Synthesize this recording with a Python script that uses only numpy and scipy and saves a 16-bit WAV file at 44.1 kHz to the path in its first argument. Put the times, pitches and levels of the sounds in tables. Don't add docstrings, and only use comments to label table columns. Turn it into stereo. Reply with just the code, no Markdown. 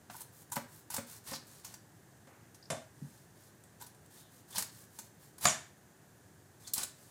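import sys
import numpy as np
from scipy import signal
from scipy.fft import rfft, irfft
from scipy.io import wavfile

SR = 44100
rng = np.random.default_rng(int(sys.argv[2]) if len(sys.argv) > 2 else 0)


def store_pcm(level_fs):
    pcm = np.round(np.clip(level_fs, -1, 1) * 32767).astype(np.int16)
    wavfile.write(sys.argv[1], SR, np.atleast_2d(pcm).T)


N = 313506
TIME = np.arange(N) / SR

# pitch in Hz, level in dB when struck under the meat,
# level in dB when struck bare, undamped t60 in seconds.
BOARD_MODES = [(104.5, -12.5, -11, 0.17), (142.8, -21, -9, 0.2), (237.5, 0, -6, 0.11),
               (293, -2.5, -17, 0.056), (407, -22, -8, 0.043), (540, -0.5, -5.5, 0.12),
               (571, -6, -7.5, 0.082), (636.3, -23, 2.5, 0.13), (699, -16, 2, 0.052), (802, -20, -19, 0.11),
               (917, -7, -8, 0.05), (1140, -24, -7, 0.041), (1566, 0.5, -3, 0.018)]
# pitch in Hz, level in dB, undamped t60 in seconds.
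STEEL_MODES = [(930, -37, 0.18), (1138, -40, 0.19), (1810, -37, 0.5), (2270, -48, 0.36), (2780, -32, 0.19),
               (3580, -27, 0.33), (5900, -27, 0.2), (6840, -24, .22), (7042, -31, .2), (7150, -16, .2)]
GRIP_DAMPING = 0.96
# frequency in Hz, relative level in dB.
CLACK_SPECTRUM = [(50, -14), (150, 2.5), (480, -13), (720, -0.5), (1020, -1), (1350, -4.5), (1700, -3.5),
                  (2800, -9.5), (4500, -9), (8500, -4), (11000, -9.5), (13000, -16), (16000, -34)]
# frequency in Hz, relative level in dB.
CRISP_SPECTRUM = [(150, -15), (600, -12.5), (1200, -10), (2600, -17), (4000, -8), (6000, -5), (8200, 0),
                  (12500, -2), (14500, -1), (16500, -10)]


def from_db(db):
    return 10 ** (np.asarray(db) / 20)


def rms_one(x):
    return x / np.sqrt(np.mean(x ** 2) + 1e-20)


def at_hz(points, hz, column=1):
    table = np.array(points)
    return np.interp(np.log(np.maximum(hz, 1)), np.log(table[:, 0]), table[:, column])


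def colour(x, spectrum, size=4096):
    gains = from_db(at_hz(spectrum, np.linspace(0, SR / 2, size // 2 + 1)))
    cepstrum = irfft(np.log(gains))
    cepstrum[1:size // 2] *= 2
    cepstrum[size // 2 + 1:] = 0
    response = irfft(np.exp(rfft(cepstrum)))
    return signal.fftconvolve(x, response / np.linalg.norm(response))[:len(x)]


def low_pass(x, hz, order=1):
    return signal.sosfilt(signal.butter(order, min(hz, .45 * SR), fs=SR, output="sos"), x)


def high_pass(x, hz):
    return signal.sosfilt(signal.butter(2, hz, "high", fs=SR, output="sos"), x)


def resonate(x, hz, width_hz):
    return signal.lfilter(*signal.iirpeak(hz, hz / width_hz, fs=SR), x)


def add(track, s, sound):
    start = max(round(s * SR), 0)
    track[start:start + len(sound)] += sound[:max(N - start, 0)]


def attack(t, rise_s):
    return 1 - np.exp(-t / rise_s)


def gate(t, length, edge):
    return attack(t, edge) * np.exp(-np.maximum(t - length, 0) / edge)


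def flutter(samples, hz):
    return rms_one(low_pass(rng.standard_normal(samples), hz, order=2))


def grains(t, spread_db):
    noise = rng.standard_normal(len(t))
    sizes = from_db(spread_db * np.clip(rng.standard_normal(len(t)), -2, 2))
    return rms_one(noise * sizes)


def ring(t, modes):
    return sum((-1) ** k * from_db(db - 60 * t / t60) * np.sin(2 * np.pi * hz * t)
               for k, (hz, db, t60) in enumerate(modes))


def damped(modes, share):
    return [(hz, db, t60 * share) for hz, db, t60 in modes]


def stereo_hiss(level_db=-77):
    # frequency in Hz, relative level in dB.
    spectrum = [(60, 0), (600, 1), (1500, -4.5), (4400, 0.5), (8000, 2.5), (15000, 2)]
    return from_db(level_db) * colour(rng.standard_normal(N), spectrum)


def background(level_db=-61, whir_db=-13):
    # frequency in Hz, relative level in dB.
    rush_spectrum = [(15, -76.5), (25, -42), (105, 1.5), (256, -8.5), (363, -8), (489, -14), (754, -15),
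                     (1370, -24.5), (1700, -26), (2280, -29.5), (5430, -28), (6380, -24), (8590, -25.5),
                     (11300, -28), (12400, -35.5), (14600, -24), (16000, -51)]
    rush = colour(rng.standard_normal(N), rush_spectrum)
    whir = rms_one(resonate(rush, hz=1700, width_hz=400))
    return from_db(level_db) * (rush + from_db(whir_db) * whir)


def kitchen(x, bands=9):
    # frequency in Hz, t60 in seconds, level in dB.
    reverb = [(119, 0.48, -14), (230, 0.19, -7), (423, 0.3, -1.5), (850, 0.33, -9.5), (2100, 0.39, -3.5),
              (5530, 0.33, -6), (14000, 0.22, -7)]
    t, response = TIME[:SR * 3 // 4], 0
    edges = np.geomspace(60, 17000, bands + 1)
    for low, high in zip(edges, edges[1:]):
        hz = np.sqrt(low * high)
        band_pass = signal.butter(2, [low, high], "band", fs=SR, output="sos")
        band = signal.sosfilt(band_pass, rng.standard_normal(len(t)))
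        tail = band * from_db(-60 * t / at_hz(reverb, hz)) * attack(t, 0.0022)
        band_share = np.sqrt(2 * (high - low) / SR)
        gain = band_share * from_db(at_hz(reverb, hz, column=2))
        response = response + gain * tail / np.linalg.norm(tail)
    return signal.fftconvolve(x, response)[:N]


def meat_drops():
    # start in seconds, level in dB.
    drops = [(1.339, -48), (3.017, -36.5), (3.039, -41.5), (4.569, -49), (6.299, -59)]
    # pitch in Hz, relative level in dB, t60 in seconds.
    thump_modes = [(147.5, 0, 0.14), (203, -2, 0.066), (246, -1, 0.06)]
    out, t = np.zeros(N), TIME[:SR // 2]
    for s, db in drops:
        add(out, s, from_db(db) * ring(t, thump_modes) * attack(t, 0.0024))
    return out


def band_noise(pitch_hz, width_hz):
    samples = len(pitch_hz)
    noise = rng.standard_normal((2, 2 * samples))
    in_phase, quadrature = low_pass(noise, width_hz / 2, order=2)[:, samples:]
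    phase = 2 * np.pi * np.cumsum(pitch_hz) / SR
    return rms_one(in_phase * np.cos(phase) + quadrature * np.sin(phase))


def squeaks(chatter_db=1.0, sag_db=6.5, edge_share=0.056):
    # start in seconds, length in seconds,
    # first pitch in Hz, last pitch in Hz, bandwidth in Hz, opening level in dB.
    skids = [(1.331, 0.037, 5280, 4710, 1810, -43), (2.282, 0.2, 1800, 1600, 1400, -68.5),
             (2.278, 0.13, 901, 801, 600, -65.5), (2.545, .005, 5900, 5550, 1400, -59),
             (2.627, 0.0062, 5100, 4900, 750, -51), (2.638, 0.005, 4770, 4660, 600, -59),
             (2.655, 0.0058, 5000, 5200, 900, -52), (4.152, 0.15, 3690, 3440, 900, -69),
             (4.523, 0.02, 3370, 3420, 350, -53.5), (4.554, 0.042, 5260, 5330, 700, -44.5),
             (4.562, 0.014, 3956, 3690, 1400, -39), (5.4675, 0.008, 7180, 7010, 450, -20.5),
             (5.477, 0.0027, 7040, 7130, 450, -28), (5.4825, 0.002, 7200, 7100, 420, -29),
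             (5.4847, 0.0021, 7150, 7000, 420, -21), (5.467, .028, 3680, 2890, 350, -37),
             (5.49, 0.029, 6200, 5930, 800, -33.5), (5.493, .02, 8240, 7970, 1800, -37.5),
             (6.644, 0.053, 3520, 3580, 300, -61), (6.67, 0.02, 4460, 4280, 450, -50.5),
             (6.674, 0.014, 7380, 6970, 3200, -44.5), (6.743, 0.099, 8360, 8200, 1400, -58),
             (6.735, 0.12, 11000, 10560, 250, -47.5)]
    out, t = np.zeros(N), TIME[:SR // 3]
    for s, length, first_hz, last_hz, width_hz, db in skids:
        chatter = chatter_db * flutter(len(t), hz=140)
        level = from_db(db + chatter - sag_db * t / length) * gate(t, length, edge_share * length)
        pitch_hz = np.interp(t, [0, length], [first_hz, last_hz])
        add(out, s, level * band_noise(pitch_hz, width_hz))
    return out


def contact(t, fade, contact_hz, first_touch=1.6, bite_s=0.00057):
    clatter = grains(t, spread_db=1.5) * np.exp(-t / fade) * attack(t, bite_s)
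    clatter[round(bite_s * SR)] += first_touch
    return low_pass(clatter, contact_hz)


def board_knocks(covered_hz=2260, bare_hz=8600, covered_ring_share=0.59, squeeze_s=0.00074):
    # start in seconds, clack level in dB, clatter fade in seconds,
    # board ring in dB, bareness from 0 (under the meat) to 1 (bare board).
    blows = [(0.098, -40, 0.01, -74, 0.044), (0.566, -25.5, 0.0043, -35.5, .05),
             (0.5745, -33, 0.0083, -35.5, .05), (0.981, -34.5, 0.0091, -34, 0.044),
             (0.9895, -43, 0.007, -40, 0.045), (1.317, -41, 0.012, -40, .05),
             (1.334, -34, 0.0069, -52, 0.054), (1.702, -48, .005, -72, .05), (2.272, -50, 0.011, -55, 0.02),
             (2.702, -28.5, 0.0086, -35, 0.96), (2.7168, -39, 0.011, -38, 0.98),
             (2.7271, -46, 0.013, -35, 0.86), (2.7433, -49, 0.044, -47, 0.81),
             (2.7665, -55, 0.012, -44, 0.68), (4.583, -41, .007, -54, 1), (4.988, -46, .008, -64, .3),
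             (5.464, -31, 0.047, -39, 0.97)]
    clacks, rings = np.zeros((2, N))
    t = TIME[:SR // 2]
    for s, db, fade, ring_db, bareness in blows:
        contact_hz = covered_hz * (bare_hz / covered_hz) ** bareness
        add(clacks, s, from_db(db) * contact(t, fade, contact_hz))
        modes = [(hz, covered_db + bareness * (bare_db - covered_db), t60)
                 for hz, covered_db, bare_db, t60 in BOARD_MODES]
        board_ring = ring(t, damped(modes, covered_ring_share ** (1 - bareness)))
        add(rings, s, from_db(ring_db) * board_ring * attack(t, squeeze_s))
        add(rings, s, from_db(db) * bareness * ring(t, damped(STEEL_MODES, GRIP_DAMPING)))
    return colour(clacks, CLACK_SPECTRUM) + rings


def bone_break(board_db=-26, steel_db=-7):
    # start in seconds, level in dB, splinters relative to it in dB.
    splits = [(5.4527, -24.5, 8.5), (5.454, -22.5, 4.5), (5.4557, -9, -10.5), (5.4598, -33, 6),
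              (5.4702, -46, 4), (5.4775, -32.5, 6)]
    # pitch in Hz, relative level in dB, t60 in seconds.
    bone_modes = [(736, -5.5, 0.0097), (1050, 1.5, 0.009), (1247, 1, 0.0068), (1640, -5, 0.011),
                  (2290, -6, 0.0074), (2910, -10, 0.0088), (4500, -7, 0.006)]
    cracks, splinters = np.zeros((2, N))
    t = TIME[:SR // 2]
    steel_ring = ring(t, damped(STEEL_MODES, GRIP_DAMPING))
    board_ring = ring(t, [(hz, bare_db, t60) for hz, _, bare_db, t60 in BOARD_MODES])
    crack = ring(t, bone_modes) + from_db(steel_db) * steel_ring + from_db(board_db) * board_ring
    for s, db, splinter_db in splits:
        add(cracks, s, from_db(db) * crack)
        add(splinters, s, from_db(db + splinter_db) * contact(t, fade=0.0037, contact_hz=6900))
    return cracks + colour(splinters, CLACK_SPECTRUM)


def crackle(t, pops_per_s=220, pop_db=17):
    pops = (rng.random(len(t)) < pops_per_s / SR) * rng.uniform(-0.93, 1, len(t))
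    return rms_one(grains(t, spread_db=5.0) + from_db(pop_db) * pops)


def treble_shelf(x, db, corner_hz=10500):
    low = low_pass(x, corner_hz)
    return low + from_db(db) * (x - low)


def tearing(crisp, body):
    # time in seconds, treble shelf gain in dB.
    treble_curve = [(0.1, 3.5), (0.9, 0.5), (1.7, -12.5), (3.3, -14), (3.9, -4.5), (5.3, -1.5), (6.7, -16)]
    # frequency in Hz, relative level in dB.
    body_spectrum = [(80, 5.5), (160, 2.5), (400, -8.5), (900, 1), (1500, -2.5), (2600, -5), (4800, -1.5),
                     (8000, -4), (15000, -21)]
    treble_db = np.interp(TIME, *np.transpose(treble_curve))
    return colour(treble_shelf(crisp, treble_db), CRISP_SPECTRUM) + colour(body, body_spectrum)


def sinew_snaps(build_s=0.00099):
    # start in seconds, level in dB, fade in seconds.
    snaps = [(0.2175, -42, .002), (4.6254, -32, 0.00055), (6.7349, -23, 0.0085)]
    out, t = np.zeros(N), TIME[:SR // 5]
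    for s, db, fade in snaps:
        level = from_db(db) * attack(t, build_s) * np.exp(-t / fade)
        add(out, s, level * treble_shelf(crackle(t), db=-0.5))
    return high_pass(colour(out, CRISP_SPECTRUM), hz=3150)


def wet_pockets(x, squelch_hz, squelch_db=4, pocket_db=-3.0, count=4):
    squelch = resonate(x, squelch_hz, width_hz=1000)
    pitches = np.exp(rng.uniform(np.log(3200), np.log(14500), count))
    pockets = sum(resonate(x, hz, width_hz=300) for hz in pitches)
    return rms_one(x + from_db(squelch_db) * squelch + from_db(pocket_db) * pockets)


def gristle_crunches(burst_db=-6.5, body_db=-9, steel_db=7, build_s=0.0013, pitch_spread=0.054):
    # time in seconds, relative crunch level in dB,
    # fade in seconds, relative level of the blade's jolt in dB, squelch pitch in Hz.
    crunches = [(0.1444, -59, .005, -50, 9000), (0.151, -61, .006, -49, 9000),
                (0.1654, -40, 0.0054, -63, 11000), (0.207, -35, 0.0044, -54, 10200),
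                (0.2164, -33, 0.0036, -61, 9100), (0.5, -51, .005, -69, 9000),
                (0.5164, -42, 0.005, -60, 9000), (0.5195, -29.5, 0.0093, -44.5, 7200),
                (0.529, -33.5, 0.01, -46, 9500), (0.558, -27, 0.0071, -50, 14100),
                (0.566, -38, .006, -34.5, 7600), (0.9021, -32, 0.011, -47, 10300),
                (0.941, -26, 0.0054, -46.5, 14400), (0.9434, -24, 0.0054, -52, 5400),
                (0.9642, -27, .01, -41.5, 7900), (1.271, -50, .01, -55.5, 8300),
                (1.6467, -33, 0.013, -57, 6200), (1.7405, -31, 0.0045, -57, 6900),
                (2.546, -43, 0.0084, -72, 6000), (3.637, -48.5, .006, -73, 8000),
                (3.805, -46, .006, -63, 10000), (3.8125, -37, 0.006, -53.5, 8000),
                (3.8219, -32.5, .005, -49.5, 13100), (3.865, -40.5, 0.0086, -69, 10900),
                (3.947, -50, .005, -71, 9000), (4.061, -44, .002, -75, 8000),
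                (4.506, -40, 0.0064, -66, 9700), (4.549, -41, .008, -52, 5200),
                (4.558, -27.5, .007, -44.5, 4100), (4.582, -18, 0.0056, -42.5, 8200),
                (4.6235, -21.5, 0.0047, -60, 10700), (4.988, -32, 0.0084, -52, 6550),
                (5.3817, -39, 0.0078, -61, 10300), (5.41, -35, 0.0088, -58, 11000),
                (6.779, -19, 0.0062, -52, 8600), (6.832, -20.5, 0.0067, -58, 7300)]
    # pitch in Hz, level in dB, base t60 in seconds.
    blade_modes = [(840, -1.5, 0.044), (958, -1, 0.074), (1110, -19.5, 0.021), (1513, -1.5, 0.027)]
    crisp, body, jolts = np.zeros((3, N))
    t = TIME[:SR // 4]
    onset = attack(t, build_s)
    for s, db, fade, jolt_db, squelch_hz in crunches:
        start = s - build_s / 2
        burst = from_db(db + burst_db) * onset * np.exp(-t / fade)
        add(crisp, start, burst * wet_pockets(crackle(t, pops_per_s=500), squelch_hz))
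        add(body, start, from_db(body_db) * burst * crackle(t))
        loaded = [(hz * (1 + pitch_spread * rng.uniform(-0.53, 1)), mode_db, t60)
                  for hz, mode_db, t60 in blade_modes]
        add(jolts, start, from_db(jolt_db + steel_db) * onset * ring(t, damped(loaded, share=0.6)))
    return tearing(crisp, body) + jolts


def knife_strokes(slice_body_db=-2.5, glide_body_db=-7.5, press_body_db=-4, swell_db=24, catch_db=1.5):
    # start in seconds, length in seconds, level in dB.
    slices = [(0.101, 0.13, -59.5), (0.909, 0.063, -49), (1.263, 0.1, -48), (1.633, 0.12, -59.5),
              (3.796, 0.052, -59.5), (4.544, 0.075, -54), (6.756, 0.074, -43.5)]
    # start in seconds, length in seconds, peak in dB.
    glides = [(0.322, 0.13, -63), (0.68, 0.15, -62), (1.062, 0.13, -52.5), (1.238, 0.043, -57.5),
              (1.45, 0.18, -58), (2.954, 0.31, -65.5), (3.343, 0.18, -65.5), (4.1, 0.14, -59),
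              (4.3, 0.12, -64.5), (4.713, 0.15, -58.5), (4.9, 0.19, -63), (5.182, 0.13, -65),
              (6.598, 0.084, -60), (6.945, 0.19, -62.5)]
    # start in seconds, length in seconds, target level in dB.
    presses = [(4.47, 0.13, -41), (5.396, .05, -34), (6.657, 0.021, -46)]
    force, body = np.zeros((2, N))
    t = TIME[:SR // 2]
    strokes = [(s, from_db(db) * gate(t, length, edge=0.0054), slice_body_db) for s, length, db in slices]
    for s, length, db in glides:
        arch = np.abs(np.sin(np.pi * np.minimum(t / length, 1))) ** 0.44
        strokes.append((s, from_db(db) * arch, glide_body_db))
    for s, length, db in presses:
        swell = from_db(db - swell_db * np.maximum(1 - t / length, 0))
        strokes.append((s, swell * gate(t, length, edge=0.013), press_body_db))
    for s, level, body_db in strokes:
        add(force, s, level)
        add(body, s, level * from_db(body_db))
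    catching = from_db(catch_db * flutter(N, hz=70))
    snags = crackle(TIME, pops_per_s=130, pop_db=19)
    return tearing(force * catching * snags, body * catching * crackle(TIME))


def scene(side_db=-38):
    cutting = knife_strokes() + gristle_crunches() + sinew_snaps()
    work = cutting + board_knocks() + bone_break() + meat_drops() + squeaks()
    work = high_pass(work, hz=75)
    mid = work + kitchen(work) + background()
    side = from_db(side_db) * kitchen(work) + stereo_hiss()
    return np.array([mid + side, mid - side])


def record(dry, cutoff_hz=16000):
    return signal.sosfilt(signal.ellip(10, .1, 80, cutoff_hz, fs=SR, output="sos"), dry)


dry = scene()
out = record(dry)
store_pcm(out)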